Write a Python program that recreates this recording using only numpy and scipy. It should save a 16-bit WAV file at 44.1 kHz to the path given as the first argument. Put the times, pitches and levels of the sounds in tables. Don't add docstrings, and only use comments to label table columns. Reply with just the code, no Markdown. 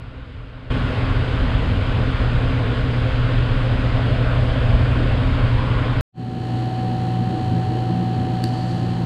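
import sys
import numpy as np
from scipy import signal
from scipy.fft import rfft, irfft
from scipy.io import wavfile
from scipy.ndimage import uniform_filter1d, map_coordinates

SR = 44100
rng = np.random.default_rng(int(sys.argv[2]) if len(sys.argv) > 2 else 0)


def master(y):
    cut = np.clip(np.atleast_2d(y).T, -1, 1)
    pcm = np.round(cut * 32767)
    wavfile.write(sys.argv[1], SR, pcm.astype(np.int16))


def amp(db):
    return 10 ** (np.asarray(db, float) / 20)


N = 399105
T = np.arange(N) / SR

# (time [s], rms level [dB])
MOTOR_HUM = [(0.8, -25.5), (2.0, -26.5), (2.6, -22.5), (4.6, -20), (5.6, -21), (6.0, -22.5)]
# (frequency [Hz], relative density [dB])
BUFFET_SPECTRUM = [(8, -34.5), (25, -0.5), (40, 0.5), (70, -2.5), (110, -2), (160, -15), (220, -19.5),
                   (320, -27.5), (500, -50.5), (900, -130)]
# (frequency [Hz], relative density [dB])
FIN_SPECTRUM = [(90, -25.5), (150, 0), (210, -8.5), (270, -3.5), (360, -10.5), (490, -7.5), (570, -11.5),
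                (850, -13), (1500, -14), (2100, -17), (3200, -18), (4200, -27), (5000, -31.5),
                (5600, -45.5), (7000, -45.5), (9000, -47.5), (10500, -60.5), (11500, -60.5), (12800, -69.5),
                (14500, -87.5), (16000, -100)]
# (frequency [Hz], width [Hz], gain [dB])
HOUSING_MODES = [(269.4, 37, 4.5), (241.3, 14, 6), (420, 37, 4), (469, 29, 1.5), (519.6, 24, 7.5),
                 (620, 52, 5.5), (1090, 65, 4), (1450, 250, 4)]
# (time [s], half span [s], frequency [Hz], half width [Hz], level [dB])
RUSH_SWELLS = [(2.2, 0.22, 1380, 250, -46), (4.25, 0.13, 1450, 300, -38), (4.5, 0.81, 620, 201.5, -34.5),
               (5.01, 0.05, 303, 200, -27), (5.7, 0.37, 1024, 253, -36), (4.8, .9, 8200, 2500, -68)]
# (time [s], rms level [dB])
THROB_LEVEL = [(6.3, -30), (7.0, -31), (7.95, -23.5), (8.4, -29.5), (9.0, -28.5)]
# (time [s], rms level [dB])
WHINE_LEVEL = [(6.6, -34.5), (6.8, -31.5), (8.5, -32), (8.8, -36), (9.03, -39)]
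# (frequency [Hz], relative density [dB])
DRONE_SPECTRUM = [(10, -16), (25, -6.5), (50, -13.5), (75, -17), (100, -3), (200, -11), (350, -8),
                  (550, -22), (900, -19), (1500, -41), (3000, -130)]
# (frequency [Hz], width [Hz], gain [dB])
ROOM_RESONANCES = [(91.5, 30, 11.5), (171, 54, 13.5), (240.6, 46, 15.5), (325, 47, 9), (418, 22, 4.5),
                   (470, 33, 7.5), (510.6, 23, 12.5)]
# (frequency [Hz], relative density [dB])
CONDENSER_SPECTRUM = [(300, -40), (550, 0.0), (700, -4.4), (950, -7.9), (1400, -12.7), (1750, -13.3),
                      (2300, -18.0), (3000, -12.3), (3600, -21.7), (4300, -19.2), (4900, -27.6),
                      (5500, -34.3), (7000, -36.3), (9000, -36.7), (10300, -45.6), (11200, -42.3),
                      (13000, -47.4), (14500, -56.9), (16000, -100)]
# (frequency [Hz], width [Hz], gain [dB])
SHELL_MODES = [(1760, 200, 3.5), (3080, 240, 1), (4500, 240, 6)]
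# (frequency [Hz], rms level [dB])
UNIT_TONES = [(661.1, -52), (780.9, -51), (798.1, -49), (1500, -64)]
# (frequency [Hz], rms level [dB])
VALVE_SPECTRUM = [(1402, -63), (2337, -70), (3272, -66), (4207, -67), (5141, -82), (6076, -84), (7011, -80),
                  (7946, -83), (8881, -84), (9816, -90), (10750, -96), (11685, -99), (12620, -103)]
# (order [multiple of the shaft rate], rms level [dB])
STRONG_ORDERS = [(1, -42), (2, -42), (3, -39), (4, -44), (5, -45), (6, -44), (7, -48), (8, -53), (16, -58),
                 (18, -55), (20, -59), (22, -57), (24, -60), (29, -57), (31, -58), (51, -59), (52, -61),
                 (53, -61), (56, -61), (64, -67), (65, -66), (68, -67), (70, -57), (72, -63), (73, -59),
                 (75, -63), (77, -63), (79, -67), (88, -74), (89, -71), (96, -76), (97, -74), (108, -75),
                 (120, -77), (123, -77), (125, -78), (127, -76), (134, -76), (143, -78), (174, -87),
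                 (178, -88), (188, -84)]
# (time [s], gain [dB])
NAIL_TICKS = [(1.507, -50.5), (8.44, -16), (8.4803, -36.5)]
# (frequency [Hz], relative level [dB], 60 dB decay time [s])
CASE_MODES = [(1900, -6, .004), (2930, -4, 0.0045), (3870, -3, .008), (4400, -2, 0.0087),
              (5600, -9, 0.0027), (7860, 1, 0.0022), (10100, -16, .004), (12900, -17, .003)]
# (frequency [Hz], relative density [dB])
RUB_SPECTRUM = [(600, -120), (1500, -30), (3600, -14), (4500, 0), (5300, -15), (8000, -19), (10500, -28),
                (14000, -38), (16000, -70)]

MAINS_HZ, BLADE_HZ, SHAFT_HZ, WHINE_HZ = 119.95, 262.4, 58.426, 750
BLADE_DB, BUFFET_DB, RUSH_DB = -35.5, -20, -27
DRONE_DB, HISS_DB, UNIT_HUM_DB = -25.5, -40, -24
THROB_HZ, THROB_PER_S, CREST_S, THROB_DEPTH = 177.8, 2.74, 7.96, 0.89
RUB_S, RUB_ATTACK_S, RUB_DB, RUB_FADE_DB_PER_S = 8.425, .015, -45, 20
STEP_S, QUIET_DB = .702, -15.5
CUT_S, CLICK_DB, CLICK_S = 6.0097, -21, .001
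FADE_S, OPEN_S, OPEN_DB, RISE_S = 6.118, 0.064, -9, 0.45


def unit(x):
    return x / np.sqrt(np.mean(x ** 2) + 1e-20)


def along(points, hz):
    f, v = np.transpose(points)
    return np.interp(np.log(hz + 1), np.log(f + 1), v)


def curve(rows):
    s, db = np.transpose(rows)
    return np.interp(T, s, db)


def wobble(rate):
    return map_coordinates(rng.standard_normal(int(N * rate / SR) + 4), [T * rate])


def air(spectrum, modes, patchy_db):
    z = signal.stft(rng.standard_normal(N + SR), nperseg=512)[2]
    field = uniform_filter1d(rng.standard_normal(z.shape), size=5, axis=0)
    field = uniform_filter1d(field, size=14, axis=1)
    noise = signal.istft(z * amp(patchy_db * unit(field)), nperseg=512)[1]
    hz = np.fft.rfftfreq(len(noise), 1 / SR)
    db = along(spectrum, hz)
    for centre, width, gain in modes:
        db = db + gain / (1 + (2 * (hz - centre) / width) ** 2)
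    return unit(irfft(rfft(noise) * amp(db), len(noise))[:N])


def tone(hz, db, waver_db=.7):
    turns = np.cumsum(hz + 0 * T) / SR + rng.random()
    return np.sqrt(2) * amp(db + waver_db * wobble(5.3)) * np.sin(2 * np.pi * turns)


def room_drone():
    return amp(DRONE_DB) * air(DRONE_SPECTRUM, ROOM_RESONANCES, patchy_db=-2.0)


def condenser_hiss():
    return amp(HISS_DB) * air(CONDENSER_SPECTRUM, SHELL_MODES, patchy_db=-0.1)


def unit_hum():
    others = sum(tone(hz, db, waver_db=2.5) for hz, db in UNIT_TONES)
    return tone(MAINS_HZ, UNIT_HUM_DB) + others


def throbbing_note():
    beat = 1 - THROB_DEPTH * np.sin(np.pi * THROB_PER_S * (T - CREST_S)) ** 2
    return beat * tone(THROB_HZ + 2.496 * wobble(8), curve(THROB_LEVEL), waver_db=1.5)


def whine():
    pulsing = 1 + 0.2 * np.sin(2 * np.pi * MAINS_HZ * T)
    return pulsing * tone(WHINE_HZ, curve(WHINE_LEVEL), waver_db=0.2)


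def valve_clatter():
    turn = np.arange(8192) / 8192
    burst = rng.standard_normal(len(turn)) * (.6 + np.exp(-turn / .2))
    order = np.arange(len(turn) // 2 + 1)
    db = along(VALVE_SPECTRUM, order * SHAFT_HZ) + 3.5 * rng.standard_normal(len(order))
    db[(order < 21) | (order > 240)] = -200
    for k, level in STRONG_ORDERS:
        db[round(k)] = level
    phase = np.angle(rfft(burst))
    cycle = irfft(amp(db) * np.exp(1j * phase)) * len(turn) / np.sqrt(2)
    angle = (T * SHAFT_HZ + 0.0019 * wobble(2.2)) % 1
    return amp(0.54 * wobble(13)) * np.interp(angle, turn, cycle, period=1)


def machine_room():
    return room_drone() + condenser_hiss() + unit_hum() + throbbing_note() + whine() + valve_clatter()


def nail_ticks():
    out, t = np.zeros(N + SR), np.arange(SR // 20) / SR
    ring = sum(amp(g - 60 * t / t60) * np.sin(2 * np.pi * hz * t) for hz, g, t60 in CASE_MODES)
    band = signal.butter(2, [2500, 9000], 'band', fs=SR, output='sos')
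    crack = signal.sosfilt(band, rng.standard_normal(len(t)))
    ring += 1.07 * amp(-60 * t / 0.0078) * crack
    ring *= 1 - np.exp(-t / 0.00011)
    for s, db in NAIL_TICKS:
        out[round(s * SR):][:len(t)] += amp(db) * ring
    return out[:N]


def case_rub():
    since = np.maximum(T - RUB_S, 0)
    stroke = np.minimum(since / RUB_ATTACK_S, 1) * amp(RUB_DB - RUB_FADE_DB_PER_S * since)
    return stroke * amp(1.5 * wobble(60)) * air(RUB_SPECTRUM, [(4400, 300, 4)], patchy_db=1.5)


def motor_hum():
    db = curve(MOTOR_HUM)
    return tone(MAINS_HZ, db) + tone(2 * MAINS_HZ, db - 19)


def blade_tone():
    blade = tone(BLADE_HZ + .6 * wobble(3), BLADE_DB, waver_db=1.8)
    return blade + tone(BLADE_HZ / 2, BLADE_DB - 2, waver_db=2)


def fin_rush():
    rush = amp(RUSH_DB + 0.084 * wobble(8)) * air(FIN_SPECTRUM, HOUSING_MODES, patchy_db=0.99)
    for s, span, hz, w, db in RUSH_SWELLS:
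        band = [(hz / 4, -120), (hz - w, -15), (hz, 0), (hz + w, -15), (hz * 4, -120)]
        swell = np.exp(-((T - s) / span) ** 2)
        rush = rush + amp(db) * swell * air(band, [], patchy_db=0.5)
    return rush


def air_buffets():
    gusts = unit(amp(0.28 * wobble(3.8)) * air(BUFFET_SPECTRUM, [], patchy_db=0.7))
    return amp(BUFFET_DB + 0.9 * wobble(1.2)) * gusts


def fan():
    return motor_hum() + blade_tone() + fin_rush() + air_buffets()


def scene():
    click = amp(CLICK_DB) * np.exp(-abs(T - CUT_S) / CLICK_S)
    step = amp(QUIET_DB * np.clip((STEP_S - T) / .003 + .5, 0, 1))
    cold_room = (fan() * step + click) * (T < CUT_S)
    since = np.maximum(T - FADE_S, 0)
    opening = 1 - np.exp(-(since / OPEN_S) ** 3)
    rise = amp(OPEN_DB * np.clip(1 - since / RISE_S, 0, 1))
    return (cold_room + machine_room() * opening * rise + nail_ticks() + case_rub())[None]


def band_limit(x):
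    return signal.sosfilt(signal.butter(12, 15500, fs=SR, output="sos"), x)


def record(dry):
    return band_limit(dry)


dry = scene()
out = record(dry)
master(out)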